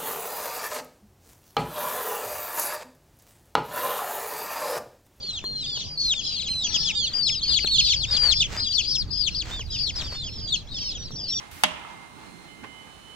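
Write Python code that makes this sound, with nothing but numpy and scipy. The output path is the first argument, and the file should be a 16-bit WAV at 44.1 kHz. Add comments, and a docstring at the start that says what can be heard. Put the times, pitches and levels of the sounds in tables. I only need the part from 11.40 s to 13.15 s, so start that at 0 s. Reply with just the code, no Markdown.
"""A factory workshop, close beside a tube-filling machine, on a hand-held stereo microphone.
Air hisses briefly, then a part snaps home with one sharp metallic clack that rings in the frame and
dies away in the hall. Small knocks follow, one duller double clack further off. Ventilation hums
throughout and motor drives whine, swelling and fading as the microphone moves."""
import sys
import numpy as np
from scipy.fft import rfft, irfft, next_fast_len
from scipy.io import wavfile
from scipy.ndimage import map_coordinates

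SR = 44100
rng = np.random.default_rng(int(sys.argv[2]) if len(sys.argv) > 2 else 0)


def generate_wav(sig):
    """Save sig (samples, or channels by samples) to the path in sys.argv[1] as 16-bit PCM at SR."""
    pcm = np.round(np.clip(np.atleast_2d(sig).T, -1, 1) * 32767).astype(np.int16)
    wavfile.write(sys.argv[1], SR, pcm)


N = 77175

CLACK_S, CLACK_DB, ATTACK_S = 0.2357, -7, 0.00048
FRAME_DB, RISE_CYCLES = -1, 0.91  # the modes take about a cycle to build up
HALL_DB, HALL_RISE_S, SCATTER_DB, SCATTER_T60_S = -30.5, 0.0034, -27, 0.17
KNOCK_RISE_S, KNOCK_PAN_DB, KNOCK_ROOM_DB, KNOCK_ROOM_T60_S = 0.0008, -5.5, -14.5, 0.29
AIR_S, AIR_DB, AIR_RELEASE_S, SPIT_DB, SPIT_T60_S = 0.1122, -46, 0.03, -43, 0.03
LOW_WHINE_HZ, HIGH_WHINE_HZ, WHINE_PAN_DB, WHINE_WAVER_DB = 2094.3, 3008, -13, 1.2
VENT_DB, TOP_HZ = -50, 15800

# Throughout, pan_db is left minus right and density_db is relative level per hertz.
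# Colour of the clack's burst: freq_hz, density_db
BURST_SPECTRUM = [(120, -24), (450, -17.5), (600, -6), (830, 5.5), (1100, -6), (1500, -6), (2100, 0),
                  (2480, -13.5), (3000, 0), (4200, -10), (4750, -5.5), (5400, -15.5), (6300, -5.5),
                  (7200, -16.5), (8800, -2.5), (11500, -14), (15500, -27)]
# Decay of the burst: freq_hz, t60_s
BURST_DECAY = [(200, 0.062), (800, 0.05), (3000, 0.05), (5000, 0.043), (9000, 0.015), (15000, 0.021)]
# Direction of the burst: freq_hz, pan_db
BURST_BALANCE = [(200, 3), (700, -7), (1000, -3.5), (3000, 5.5), (6000, -10.5), (9000, -11.5),
                 (12000, -1.5)]
# Modes of the machine frame: pitch_hz, level_db (before FRAME_DB), t60_s, pan_db
FRAME_MODES = [(177, -37, 0.55, -11), (199, -24.5, 0.085, -14), (257, -30.5, 0.24, -27),
               (617, -27.5, 0.29, -13), (885, -32, 0.12, 11), (1065, -34.5, 0.19, 11),
               (1521, -27, 0.075, 2), (1925, -20, 0.064, -2), (2072, -26, 0.086, -6),
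               (2246, -30.5, 0.16, 6), (2725, -16.5, 0.097, -8), (2820, -33.5, 0.41, 2),
               (3000, -48, 0.25, 0), (3150, -19, 0.046, 0), (3328, -22, 0.11, -3), (3760, -28, 0.12, -15),
               (4830, -18.5, 0.036, -6)]
# Colour of the hall's answer: freq_hz, density_db
HALL_SPECTRUM = [(100, -26), (250, -1.5), (450, -7.5), (650, -5), (920, 2.5), (1500, -3.5), (3100, 2.5),
                 (4300, -9.5), (6500, -12), (10000, -17.5), (15000, -39)]
# Decay of the hall: freq_hz, t60_s
HALL_DECAY = [(150, 0.25), (500, 0.91), (950, 1.78), (2000, 0.87), (3200, 0.78), (6000, 0.47),
              (12000, 0.37)]
# Direction of the hall's answer and of the air jet: freq_hz, pan_db
HALL_BALANCE = [(200, -14), (1000, -3.5), (3000, -5.5), (9000, -5.0)]
AIR_BALANCE = [(2000, -3.5), (9000, -2.5)]
# Colour of the escaping air: freq_hz, density_db
AIR_SPECTRUM = [(300, -38), (1500, 9), (3500, 4), (7000, -0.5), (10000, 0), (15000, -2)]
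# Knocks of other parts: start_s, pitch_hz, ring_db, clatter_db, t60_s
PART_KNOCKS = [(.356, 1300, -50, -46, .03), (.4493, 1290, -28.5, -44, .022), (.4555, 1120, -40, -52, .02),
               (.4705, 970, -39, -50, .03), (.832, 900, -52, -46, .03), (1.2325, 1500, -41, -40.5, .03),
               (1.2378, 830, -40, -31.5, .03), (1.2442, 1050, -36.5, -35, .032),
               (1.47, 1200, -50, -46, .04), (1.495, 2300, -51, -49, .04)]
# Colour of their clatter: freq_hz, density_db
CLATTER_SPECTRUM = [(100, -15), (270, 2), (450, -5), (850, -1), (1400, -1), (2200, -3), (3000, -10),
                    (4000, -19), (6500, -24), (12000, -47)]
# Soft low bumps: start_s, level_db, t60_s
LOW_BUMPS = [(.118, -43.5, 0.19), (0.242, -42, 0.16), (.312, -42, .16)]
# Colour of the bumps: freq_hz, density_db
BUMP_SPECTRUM = [(25, -23), (50, -5), (80, 0), (130, -14), (250, -31), (600, -70)]
# Swells of the low whine, its octave and the high whine: time_s, level_db
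LOW_WHINE_SWELL = [(0, -62), (.2, -58), (.4, -55), (.48, -51.5), (.61, -51.5), (.69, -57), (.9, -60.5),
                   (1.03, -55.5), (1.2, -55), (1.26, -51.5), (1.42, -53), (1.5, -61), (1.6, -67),
                   (1.75, -62)]
OCTAVE_SWELL = [(0, -86), (.75, -70), (.87, -60), (.97, -61.5), (1.06, -57.5), (1.2, -69.5), (1.4, -75),
                (1.53, -63.5), (1.75, -68)]
HIGH_WHINE_SWELL = [(1.065, -85), (1.085, -54.5), (1.135, -55), (1.165, -67), (1.2, -56), (1.25, -59),
                    (1.275, -52), (1.41, -50), (1.46, -55), (1.6, -55.5), (1.7, -49), (1.75, -50.5)]
# Faint constant drive tones: pitch_hz, level_db
DRIVE_TONES = [(6282, -75), (9001, -74.5), (10002, -75)]
# Colours of the ventilation, low drone and midrange din: freq_hz, density_db
VENT_SPECTRUM = [(15, -44), (25, -24), (48, -1), (193, -3.5), (567, -9.5), (1200, -8.5), (1800, -15),
                 (2120, -13), (2850, -14.5), (3090, -16), (3340, -15.5), (4150, -14.5), (4500, -21),
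                 (9300, -21.5), (12200, -29.5), (13200, -49), (15500, -31)]
DRONE_SPECTRUM = [(70, -22), (140, -1.5), (190, -1.5), (300, -3.5), (450, -12), (900, -44)]
DIN_SPECTRUM = [(400, -20), (850, 4.5), (1300, -4), (3000, -9), (7000, -22), (14000, -50)]
# Swells of the drone and the din: time_s, level_db
DRONE_SWELL = [(0, -57), (.6, -53.5), (.87, -52), (1.2, -50.5), (1.45, -57), (1.75, -61)]
DIN_SWELL = [(0, -45.5), (.1, -49.5), (.4, -50.5), (.73, -51.5), (1, -55), (1.75, -57)]
# Direction of the ventilation and the din: freq_hz, pan_db
ROOM_BALANCE = [(40, -11), (100, -3.5), (180, -11), (450, -2), (1000, -3), (3000, -6), (6500, -2),
                (9500, -14), (12000, 3)]
# Likeness of noise at the two sides of the microphone: freq_hz, correlation
STEREO_LIKENESS = [(40, 0.31), (200, 0.097), (600, 0), (3000, 0), (12000, 0)]


def clack():
    """Close by, a part snaps home: a burst of dense short modes, then the frame's longer ones."""
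    burst = band_decay(noise(BURST_SPECTRUM, BURST_BALANCE), CLACK_S, ATTACK_S, BURST_DECAY)
    ring = 0
    for hz, db, t60, pan_db in FRAME_MODES:
        phase = rng.uniform(0, 2 * np.pi) + 0.91 * rng.standard_normal((2, 1))  # differs per side
        phase = phase + 0.43 * wobble(59.7)
        mode = np.sin(2 * np.pi * hz * (clock() - CLACK_S) + phase)
        ring = ring + amp(db) * sides(pan_db) * mode * strike(CLACK_S, RISE_CYCLES / hz, t60)
    return amp(CLACK_DB) * burst + amp(FRAME_DB) * ring


def hall():
    """Nearby machines scatter the clack back to the microphone; the hall's tail follows."""
    scatter = noise(HALL_SPECTRUM, HALL_BALANCE) * strike(CLACK_S, rise_s=0.0025, t60_s=SCATTER_T60_S)
    tail = band_decay(noise(HALL_SPECTRUM, HALL_BALANCE), CLACK_S, HALL_RISE_S, HALL_DECAY)
    return amp(SCATTER_DB) * scatter + amp(HALL_DB) * tail


def air():
    """Compressed air spits as a valve opens, hisses, and dies quickly after the clack."""
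    release = np.exp(-np.maximum(clock() - CLACK_S, 0) / AIR_RELEASE_S)
    hiss = amp(AIR_DB) * strike(AIR_S, rise_s=0.002, t60_s=7.1) * release
    spit = amp(SPIT_DB) * strike(AIR_S, ATTACK_S, SPIT_T60_S)
    return (hiss + spit) * noise(AIR_SPECTRUM, AIR_BALANCE)


def knocks():
    """Other parts knock further off: one short resonance, a dull clatter and a little room each."""
    out = 0
    for start_s, hz, ring_db, clatter_db, t60 in PART_KNOCKS:
        blow = strike(start_s, KNOCK_RISE_S, t60)
        room = amp(KNOCK_ROOM_DB) * strike(start_s, HALL_RISE_S, KNOCK_ROOM_T60_S)
        ring = amp(ring_db) * blow * np.sin(2 * np.pi * hz * (clock() - start_s)) * sides(KNOCK_PAN_DB)
        clatter = amp(clatter_db) * (blow + room) * noise(CLATTER_SPECTRUM, [(1000, KNOCK_PAN_DB)])
        out = out + ring + clatter
    return out


def bumps():
    """Soft bass bumps around the clack, to the right of the microphone."""
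    out = 0
    for start_s, db, t60 in LOW_BUMPS:
        envelope = strike(start_s, rise_s=0.0057, t60_s=t60)
        out = out + amp(db) * envelope * noise(BUMP_SPECTRUM, balance=[(80, -9)])
    return out


def whines():
    """Motor drives sing at set pitches, wavering separately at each side of the moving microphone."""
    swelling = [(LOW_WHINE_HZ, swell(LOW_WHINE_SWELL)), (2 * LOW_WHINE_HZ, swell(OCTAVE_SWELL)),
                (HIGH_WHINE_HZ, swell(HIGH_WHINE_SWELL))]
    constant = [(hz, amp(db)) for hz, db in DRIVE_TONES]
    out = 0
    for hz, gain in swelling + constant:
        waver = amp(WHINE_WAVER_DB * np.array([wobble(14.4), wobble(14.34)]))
        phase_drift = 0.81 * np.array([wobble(4.1), wobble(4.07)])
        out = out + np.sqrt(2) * gain * waver * np.sin(2 * np.pi * hz * clock() + phase_drift)
    return out * sides(WHINE_PAN_DB)


def room_tone():
    """Behind it all: steady ventilation, a low drone that swells and the hall's midrange din."""
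    vent = amp(VENT_DB + 0.54 * wobble(5.6)) * noise(VENT_SPECTRUM, ROOM_BALANCE)
    drone = swell(DRONE_SWELL) * amp(2.5 * wobble(17.88)) * noise(DRONE_SPECTRUM, balance=[(200, -12)])
    din = swell(DIN_SWELL) * amp(2.5 * wobble(16)) * noise(DIN_SPECTRUM, ROOM_BALANCE)
    return vent + drone + din


def amp(db):
    """Decibels to gain."""
    return 10 ** (np.asarray(db) / 20)


def along(points, hz):
    """Read (freq_hz, value) points on a log frequency axis."""
    freqs, values = np.transpose(points)
    return np.interp(np.log(hz + 1), np.log(freqs + 1), values)


def clock():
    """Time of each sample in seconds."""
    return np.arange(N) / SR


def swell(points):
    """Gain per sample from (time_s, level_db) points."""
    return amp(np.interp(clock(), *np.transpose(points)))


def wobble(rate_hz):
    """A smooth random curve with rate_hz knots a second."""
    return map_coordinates(rng.standard_normal(int(N * rate_hz / SR) + 4), [clock() * rate_hz])


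def sides(pan_db):
    """Left and right gains of constant power."""
    gains = amp(np.array([[.5], [-.5]]) * pan_db)
    return gains / np.sqrt(np.mean(gains ** 2, axis=0))


def noise(spectrum, balance):
    """Coloured stereo noise of rms 1, its sides partly alike in the bass only."""
    hz = np.fft.rfftfreq(N, 1 / SR)
    mid, side = rfft(rng.standard_normal((2, N)))
    angle = np.arccos(np.clip(along(STEREO_LIKENESS, hz), -1, 1)) / 2
    mid, side = np.cos(angle) * mid, np.sin(angle) * side
    pair = np.array([mid + side, mid - side])
    coloured = irfft(pair * amp(along(spectrum, hz)) * sides(along(balance, hz)), N)
    return coloured / np.sqrt(np.mean(coloured ** 2) + 1e-20)


def strike(start_s, rise_s, t60_s):
    """Envelope of a blow: quick rise, exponential decay."""
    age = np.maximum(clock() - start_s, 0)
    return (1 - np.exp(-age / rise_s)) * np.exp(-np.log(1000) * age / t60_s)


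def band_decay(sound, start_s, rise_s, decays):
    """Strike a sound so that each (freq_hz, t60_s) band dies at its own speed."""
    hz, spectrum = np.fft.rfftfreq(N, 1 / SR), rfft(sound)
    centres, t60s = np.transpose(decays)
    shares = [along(np.c_[centres, row], hz) for row in np.eye(len(centres))]
    bands = [irfft(spectrum * share, N) for share in shares]
    return sum(band * strike(start_s, rise_s, t60) for band, t60 in zip(bands, t60s))


def scene():
    """All sources at the microphone."""
    return clack() + hall() + knocks() + bumps() + air() + room_tone() + whines()


def record(dry):
    """The recorder rounds off the highest peaks and keeps nothing above its band limit."""
    rounded = dry / (1 + dry ** 8) ** (1 / 8)
    size = next_fast_len(N + SR // 2)
    passband = np.fft.rfftfreq(size, 1 / SR) < TOP_HZ
    return irfft(rfft(rounded, size) * passband, size)[:, :N]


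dry = scene()
out = record(dry)
generate_wav(out)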